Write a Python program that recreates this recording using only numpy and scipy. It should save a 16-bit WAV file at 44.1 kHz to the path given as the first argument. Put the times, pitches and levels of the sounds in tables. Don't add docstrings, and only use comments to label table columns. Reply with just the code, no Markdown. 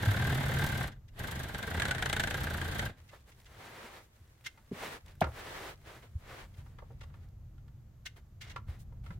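import sys
import numpy as np
from scipy import signal
from scipy.fft import rfft, irfft, next_fast_len
from scipy.io import wavfile
from scipy.ndimage import uniform_filter1d

SR = 44100
rng = np.random.default_rng(int(sys.argv[2]) if len(sys.argv) > 2 else 0)


def dump_mix(stems):
    frames = np.atleast_2d(stems).T
    limited = np.clip(frames, -1, 1)
    pcm = np.round(limited * 32767).astype(np.int16)
    wavfile.write(sys.argv[1], SR, pcm)


N = 405279
T = np.arange(N) / SR
TAIL = T[:SR // 5]
SEWN = int(3.1 * SR)

# time_s, stitch_count
BURSTS = [
    [(0, 0), (.029, 1), (.169, 6), (.351, 13), (.516, 19), (.667, 25), (.835, 31), (.925, 33)],
    [(1.16, 0), (1.199, 1), (1.438, 7), (1.544, 9), (1.673, 12), (1.745, 14), (1.8, 16), (1.913, 20),
     (1.953, 21), (2.344, 32), (2.408, 34), (2.469, 36), (2.614, 40), (2.859, 47)],
]
# start_s, stop_s, level_db, growth_db_per_s
PEDAL = [(0.0, 0.866, 0.5, -0.5), (1.193, 2.867, -0.86, 1)]
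# pitch_hz, level_db, t60_s
HEAD_MODES = [(480, -16, 0.042), (830, -8.5, 0.049), (1470, -7, 0.051), (1570, -1, 0.062), (1610, -4, .045),
              (1753, -7.5, .035), (2047, -9.5, 0.065), (3033, -17.5, 0.051), (3450, -19, 0.031),
              (7220, -21.5, 0.042)]
# frequency_hz, level_db
HISS_SPECTRUM = [(1500, -14.5), (3300, 4.5), (5200, -3), (7300, -4), (9700, -4.5), (10700, -7), (11700, -2),
                 (13400, -2.5), (15500, -11)]
# frequency_hz, level_db
RUMBLE_SPECTRUM = [(20, -6), (45, 1.5), (90, 0.5), (130, -1), (175, -12.5), (250, -22.5), (420, -34.5),
                   (800, -38), (2000, -83.5)]


def amp(db):
    return 10 ** (np.asarray(db) / 20)


def unit(x):
    return x / np.sqrt(np.mean(x ** 2))


def running(x):
    running_s = sum(burst[-1][0] - burst[0][0] for burst in BURSTS)
    return x / np.sqrt(np.sum(x ** 2) / SR / running_s)


def peak(x, db):
    return x * amp(db) / np.abs(x).max()


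def add(out, start_s, x):
    i = max(int(start_s * SR), 0)
    out[i:i + len(x)] += x[:len(out) - i]


def swell(t, peak_s):
    return t / peak_s * np.exp(1 - t / peak_s)


def stroke(start_s, length_s, rise_s, release_s):
    return np.clip(np.minimum((T - start_s) / rise_s, (start_s + length_s - T) / release_s), 0, 1)


def wander(rate_hz):
    knots = np.arange(0, T[-1] + 1, 1 / rate_hz)
    return 1.2 * np.interp(T, knots, rng.standard_normal(len(knots)))


def shape(x, spectrum):
    hz, db = np.transpose(spectrum)
    size = next_fast_len(len(x) + 2048)
    f = np.maximum(np.fft.rfftfreq(size, 1 / SR), 1)
    roll_off = np.minimum(f / hz[0], 1) ** 2
    gain = amp(np.interp(np.log(f), np.log(hz), db))
    return irfft(rfft(x, size) * roll_off * gain, size)[:len(x)]


def noise(spectrum, size=N, grit_db=0):
    sizes = amp(grit_db * np.minimum(rng.exponential(size=size), 4)) if grit_db else 1
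    return unit(shape(rng.standard_normal(size) * sizes, spectrum))


def ring(x, modes):
    body = sum(amp(db) * np.sin(2 * np.pi * hz * TAIL) * np.exp(-np.log(1000) * TAIL / t60)
               for hz, db, t60 in modes)
    return signal.fftconvolve(x, body / np.linalg.norm(body))[:len(x)]


def struck(modes, spread_db=3.0, detune=0.023):
    chance = rng.standard_normal((len(modes), 2))
    return [(hz * (1 + detune * a), db + spread_db * b, t60)
            for (hz, db, t60), (a, b) in zip(modes, chance)]


def background():
    air_spectrum = [(120, -34), (200, 0), (923, -13.5), (1230, -13.5), (2600, -21.5), (5800, -26),
                    (6470, -23.5), (9830, -33), (12900, -23.5), (15500, -30.5)]
    rumble_drift = [(1.05, -52.5), (3.3, -59.5), (4.5, -63.5), (5.1, -54.5), (6.1, -55), (7, -48),
                    (7.75, -51), (8.2, -57.5), (8.5, -48.5), (9.2, -45.5)]
    rumble = noise(RUMBLE_SPECTRUM) * amp(np.interp(T, *np.transpose(rumble_drift)))
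    return rumble + noise(air_spectrum) * amp(-73.5)


def room(x, t60_s=0.23, wet_db=-13):
    tail = rng.standard_normal(len(TAIL)) * np.exp(-np.log(1000) * TAIL / t60_s) * (TAIL > .006)
    tail = shape(tail / np.linalg.norm(tail), [(60, -5.5), (400, 0.5), (4000, -5.5), (15000, -6.5)])
    return x + amp(wet_db) * signal.fftconvolve(x, tail)[:N]


def creases():
    spells = [(2.967, 3.546, 45, -63.5), (4.047, 4.701, 25, -65), (4.971, 5.17, 35, -58),
              (5.734, 5.853, 40, -61), (6.501, 7.301, 12, -69)]
    out = np.zeros(N)
    for start, end, rate, db in spells:
        for place, size, colour in rng.random((int((end - start) * rate), 3)):
            hz = 1500 * 3 ** colour
            burst = swell(TAIL[:2048], .0015) * rng.standard_normal(2048)
            tick = shape(burst, [(hz / 4, -14), (hz, 0), (4 * hz, -15)])
            add(out, start + place * (end - start), peak(tick, db + 10 * size ** 3))
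    return out


def sliding(uneven_db=1.5, fidget_db=3.0, fade_s=0.065):
    fleece_spectrum = [(88, -34), (150, -0.5), (193, -8), (346, -2), (404, 0), (1170, -4), (2020, -4.5),
                       (2410, -8.5), (3550, -11.5), (5030, -17), (12000, -20.5), (15500, -21.5)]
    # start_s, length_s, rise_s, level_db, relative_treble_db
    slides = [(2.96, 0.097, 0.019, -64, -9), (3.098, .1, .045, -56.5, -10), (3.25, 0.096, 0.045, -62, -5),
              (3.45, 0.59, 0.22, -51.5, -11), (4.707, 0.29, 0.1, -43, -10.5),
              (5.04, 0.12, 0.05, -59.5, -14), (5.25, 0.11, .02, -62, -4), (5.302, .455, 0.09, -45, -11),
              (5.83, 0.19, 0.043, -53.5, -11.5), (6.011, 0.081, 0.022, -56.5, -12),
              (6.181, .29, .19, -49, -13), (6.558, 0.078, 0.037, -57, -7),
              (8.158, 0.054, .015, -54.5, -7.5), (8.413, 0.17, .02, -59, -19),
              (8.666, 0.14, .025, -59.5, -11), (8.785, 0.058, 0.029, -63, 8), (9.031, 0.16, .012, -65, -8)]
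    # start_s, length_s, level_db, relative_treble_db
    rustles = [(2.947, 3.79, -73, -2), (6.66, 0.646, -73, -9)]
    low_pass = signal.butter(2, 5500, fs=SR, output="sos")
    high_pass = signal.butter(2, 5000, "high", fs=SR, output="sos")
    rub = signal.sosfilt(low_pass, noise(fleece_spectrum, grit_db=2.5))
    fibres = signal.sosfilt(high_pass, noise(fleece_spectrum, grit_db=3.0))
    hand, fidget = amp(uneven_db * wander(30)), amp(fidget_db * wander(25))
    pushes = [(hand * amp(db) * stroke(s, length, rise_s, fade_s), top)
              for s, length, rise_s, db, top in slides]
    pushes += [(fidget * amp(db) * stroke(s, length, fade_s, fade_s), top)
               for s, length, db, top in rustles]
    body = np.sqrt(sum(push ** 2 for push, _ in pushes))
    treble = np.sqrt(sum((push * amp(top)) ** 2 for push, top in pushes))
    return amp(-1) * body * rub + amp(-3) * treble * unit(fibres)


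def taps():
    # time_s, peak_db, brightness_hz
    touches = [(3.131, -46.5, 690), (4.575, -53, 1310), (5.241, -28, 1090), (5.268, -35, 560),
               (6.037, -55, 420), (6.662, -54.5, 1090), (6.786, -44.5, 1200), (6.822, -44, 560),
               (6.905, -49.5, 474), (7.012, -50, 1100), (7.036, -51, 950), (7.1, -59, 1000),
               (7.14, -53, 1200), (7.58, -60, 1500), (7.68, -60.5, 1690), (8.561, -31, 1180),
               (8.923, -54.5, 905), (9.062, -46, 1620), (9.105, -42, 1040)]
    plate_modes = [(558, 9.5, 0.019), (805, -4, 0.027), (935, -7.5, 0.075), (1180, -2.5, 0.027),
                   (1394, 4.5, 0.021), (1776, -2, 0.023), (2140, -2.5, 0.022)]
    out = np.zeros(N)
    for s, db, hz in touches:
        force = swell(TAIL, 0.0044) ** 3 + amp(-11) * swell(TAIL, 0.013) ** 2
        contact = force * rng.standard_normal(len(TAIL))
        ringing = amp(-7) * ring(contact, struck(plate_modes, spread_db=1.5))
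        colour = [(hz / 4, -17), (hz / 2, -10), (hz, 0), (2 * hz, -5), (3 * hz, -14),
                  (8 * hz, -34), (16 * hz, -46)]
        add(out, s - .002, peak(shape(contact + ringing, colour), db))
    return out


def thuds():
    bumps = [(0.07, -21.5, 101, 0.018), (3.0, -49, 90, 0.013), (3.57, -48.5, 95, 0.011),
             (3.84, -49, 240, 0.0047), (4.211, -47, 88, 0.0053), (4.714, -30, 228, 0.0028),
             (4.717, -33, 398, 0.0028), (4.729, -33.5, 172, 0.0028), (5.2148, -15.5, 728, 0.002),
             (5.217, -24, 158, 0.0053), (5.225, -32, 101, 0.0082), (5.245, -33, 74, 0.02),
             (5.27, -44, 114, 0.024), (6.153, -28.5, 81, 0.0075), (6.58, -38.5, 91, 0.0094),
             (8.687, -31.5, 78.5, 0.0067), (9.103, -39.5, 163, 0.0078)]
    out = np.zeros(N)
    for s, db, hz, rise_s in bumps:
        add(out, s, amp(db) * swell(TAIL, rise_s) * np.sin(2 * np.pi * hz * TAIL))
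    return out


def slap(landing_s=5.2145, flap_db=-28, brush_db=-43):
    flap_spectrum = [(150, -29.5), (260, -0.5), (391, -10.5), (495, 1.5), (960, -8), (1440, -10),
                     (1600, -3.5), (1930, -14.5), (2130, -8), (2700, -20), (15000, -58.5)]
    out = np.zeros(N)
    brush = amp(brush_db) * swell(TAIL, 0.0028) * noise(HISS_SPECTRUM, len(TAIL))
    add(out, landing_s - .008, brush)
    flap = swell(TAIL, 0.0042) + amp(-13.5) * swell(TAIL, 0.01)
    add(out, landing_s + .002, amp(flap_db) * flap * noise(flap_spectrum, len(TAIL)))
    return out


def shears(lead_s=0.0099):
    # time_s, peak_db, scrape_s
    snips = [(0.92, -49, 0.0059), (1.0842, -55.5, 0.005), (3.0914, -50, 0.0065), (3.3194, -52, 0.0074),
             (3.46, -50, 0.0087), (4.4468, -44, 0.013), (4.4636, -28.5, 0.0075), (6.541, -58, 0.008),
             (7.0108, -46, 0.0079), (7.034, -50.5, 0.0048), (7.137, -65, 0.01), (8.0589, -30, 0.011),
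             (8.4123, -38, 0.016), (8.432, -47.5, 0.03), (8.462, -48.5, 0.038), (8.4988, -40.5, 0.0092),
             (8.513, -46, 0.007)]
    grind_spectrum = [(500, -24), (1100, -11), (1600, 1.5), (2050, 6), (2700, -2), (3400, 3), (4500, -4),
                      (6300, -5.5), (9000, -15), (15000, -20)]
    blade_modes = [(1504, 5, 0.048), (2083, 10, 0.05), (2040, -16, .05), (2770, 9, 0.051), (3370, -14, .04),
                   (5600, -10, .04)]
    out = np.zeros(N)
    for s, db, scrape_s in snips:
        scrape = swell(TAIL, lead_s + scrape_s / 2) ** 6 + amp(-16) * swell(TAIL, .014) ** 2
        grind = scrape * noise(grind_spectrum, len(TAIL), grit_db=3.0)
        force = scrape * rng.standard_normal(len(TAIL))
        blades = ring(force, struck(blade_modes, spread_db=1, detune=.008))
        add(out, s - lead_s, peak(grind + amp(-4) * blades, db))
    return out


def motor(level_db=-30, sag_db_per_s=8, waver=.04, rough_db=2.4):
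    drone_pitch = [(0.05, 106.9), (.15, 100.4), (.26, 129.4), (.5, 140.4), (.6, 135.1), (.83, 132.2)]
    hz = np.interp(T, *np.transpose(drone_pitch)) * (1 + waver * wander(38))
    on = stroke(0, PEDAL[0][1], rise_s=.075, release_s=.04)
    gain = amp(level_db - sag_db_per_s * T + rough_db * wander(70))
    return np.sin(2 * np.pi * np.cumsum(hz) / SR) * on * gain


def presser_foot(decay_ratio=0.87):
    knocks = [(1.546, -31.5), (1.627, -29), (1.798, -21), (1.82, -21.5), (1.853, -23), (1.8824, -28),
              (1.91, -20.5), (1.948, -27.5), (1.9817, -28.5), (2.024, -21), (2.0581, -22.5), (2.0967, -24),
              (2.1286, -20), (2.165, -24), (2.1966, -20.5), (2.2026, -25), (2.2364, -21.5), (2.273, -24.5),
              (2.3083, -23.5), (2.343, -27.5), (2.614, -27.5), (2.7933, -22.5)]
    crack_spectrum = [(200, -17.5), (700, 1.5), (1200, -14), (1700, 5), (2500, -6), (3600, -2.5),
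                      (5000, -16), (8000, -13.5), (15000, -30.5)]
    out = np.zeros(N)
    for s, db in knocks:
        contact = swell(TAIL, .0021) ** 2 + amp(-6.5) * swell(TAIL, 0.0045)
        crack = contact * noise(crack_spectrum, len(TAIL), grit_db=2)
        modes = [(hz, mode_db, decay_ratio * t60) for hz, mode_db, t60 in struck(HEAD_MODES, detune=.034)]
        casting = ring(contact * rng.standard_normal(len(TAIL)), modes)
        add(out, s - .001, peak(crack + amp(-0.5) * casting, db))
    return out


def stitch_times():
    times = []
    for s, count in map(np.transpose, BURSTS):
        times += [*np.interp(np.arange(1, count[-1] + 1), count, s), s[-1] + .035]
    return times


def each_stitch(push, lag_s, scatter_db, jitter_s):
    times = stitch_times()
    out = np.zeros(SEWN)
    for s, (size, slip) in zip(times, rng.standard_normal((len(times), 2))):
        add(out, s + lag_s + jitter_s * slip, amp(scatter_db * size) * push)
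    return out


def effort(law, cruise_per_s=30):
    cruise_db, doubling_db, up_db_per_s, down_db_per_s = law
    t, gain = T[:SEWN], 0
    for (s, count), (start, stop, db, growth) in zip(map(np.transpose, BURSTS), PEDAL):
        speed = (np.diff(count) / np.diff(s))[np.searchsorted(s[1:-1], t)]
        pace_db = doubling_db * np.log2(uniform_filter1d(speed, SR // 20) / cruise_per_s)
        coast_db = up_db_per_s * np.maximum(start - t, 0) + down_db_per_s * np.maximum(t - stop, 0)
        gain = gain + amp(cruise_db + db + pace_db + growth * (t - (start + stop) / 2) - coast_db)
    return gain


def thread():
    law = (-55.9, 1.5, 328, 548)
    seam = (1.72, 2.2, -4)
    start_s, end_s, change_db = seam
    slack = amp(change_db * stroke(start_s, end_s - start_s, 0.045, 0.022)[:SEWN])
    pull = running(each_stitch(swell(TAIL, 0.0065) ** 2, lag_s=-0.0085, scatter_db=3.9, jitter_s=0.001))
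    hiss = (pull + amp(-6.5)) * noise(HISS_SPECTRUM, SEWN, grit_db=3.5) * amp(1.5)
    return effort(law) * slack * hiss


def table_shake():
    law = (-37.5, 6, 300, 168)
    table_modes = [(42.6, -19.5, .1), (83, 2, 0.15), (97.7, -1.5, 0.13), (133.3, 1.5, 0.16),
                   (164, -3.5, 0.062), (229, -11, 0.082)]
    needle_bar = each_stitch(swell(TAIL, 0.0008), lag_s=0, scatter_db=0.5, jitter_s=0.0012)
    feet = each_stitch(swell(TAIL, 0.001), lag_s=0.0163, scatter_db=2, jitter_s=0.00332)
    boom = running(ring(np.diff(needle_bar + feet, prepend=0), table_modes)) * amp(-2)
    return effort(law) * (boom + noise(RUMBLE_SPECTRUM, SEWN) * amp(-6))


def linkage():
    law = (-45.5, 4, 452, 298)
    clatter_spectrum = [(170, -4), (320, -9), (500, -8), (820, -9), (1190, -13.5), (1550, -12.5),
                        (1900, -10), (2500, -18), (3650, -17.5), (5500, -33.5), (9700, -33), (10700, -43),
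                        (15000, -41.5)]
    pulses = running(each_stitch(swell(TAIL, 0.0062), lag_s=0.0005, scatter_db=1.5, jitter_s=0.0017))
    strikes = running(each_stitch(swell(TAIL, 0.0032), lag_s=0.00024, scatter_db=1.3, jitter_s=0.00076))
    clacks = pulses * noise(clatter_spectrum, SEWN, grit_db=3.5) * amp(-0.5)
    rattle = noise(clatter_spectrum, SEWN, grit_db=3) * amp(0.5)
    head = ring((strikes + amp(-8)) * rng.standard_normal(SEWN), HEAD_MODES) * amp(-1.5)
    return effort(law) * (clacks + rattle + head)


def extended_sources():
    machine = np.pad(thread() + table_shake() + linkage(), (0, N - SEWN))
    return machine + presser_foot() + sliding() + creases() + shears() + taps() + slap() + background()


def scene():
    width = [(60, -21.5), (140, -16.5), (280, -13), (550, -6), (1100, -3.5), (2200, -3), (4500, -1.5),
             (9000, 0), (15000, 0.1)]
    mid = room(extended_sources() + motor() + thuds())
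    side = shape(room(extended_sources()), width)
    return np.array([mid + side, mid - side])


def record(dry, top_hz=15850):
    return signal.sosfilt(signal.ellip(10, .2, 70, top_hz, fs=SR, output="sos"), dry)


dry = scene()
out = record(dry)
dump_mix(out)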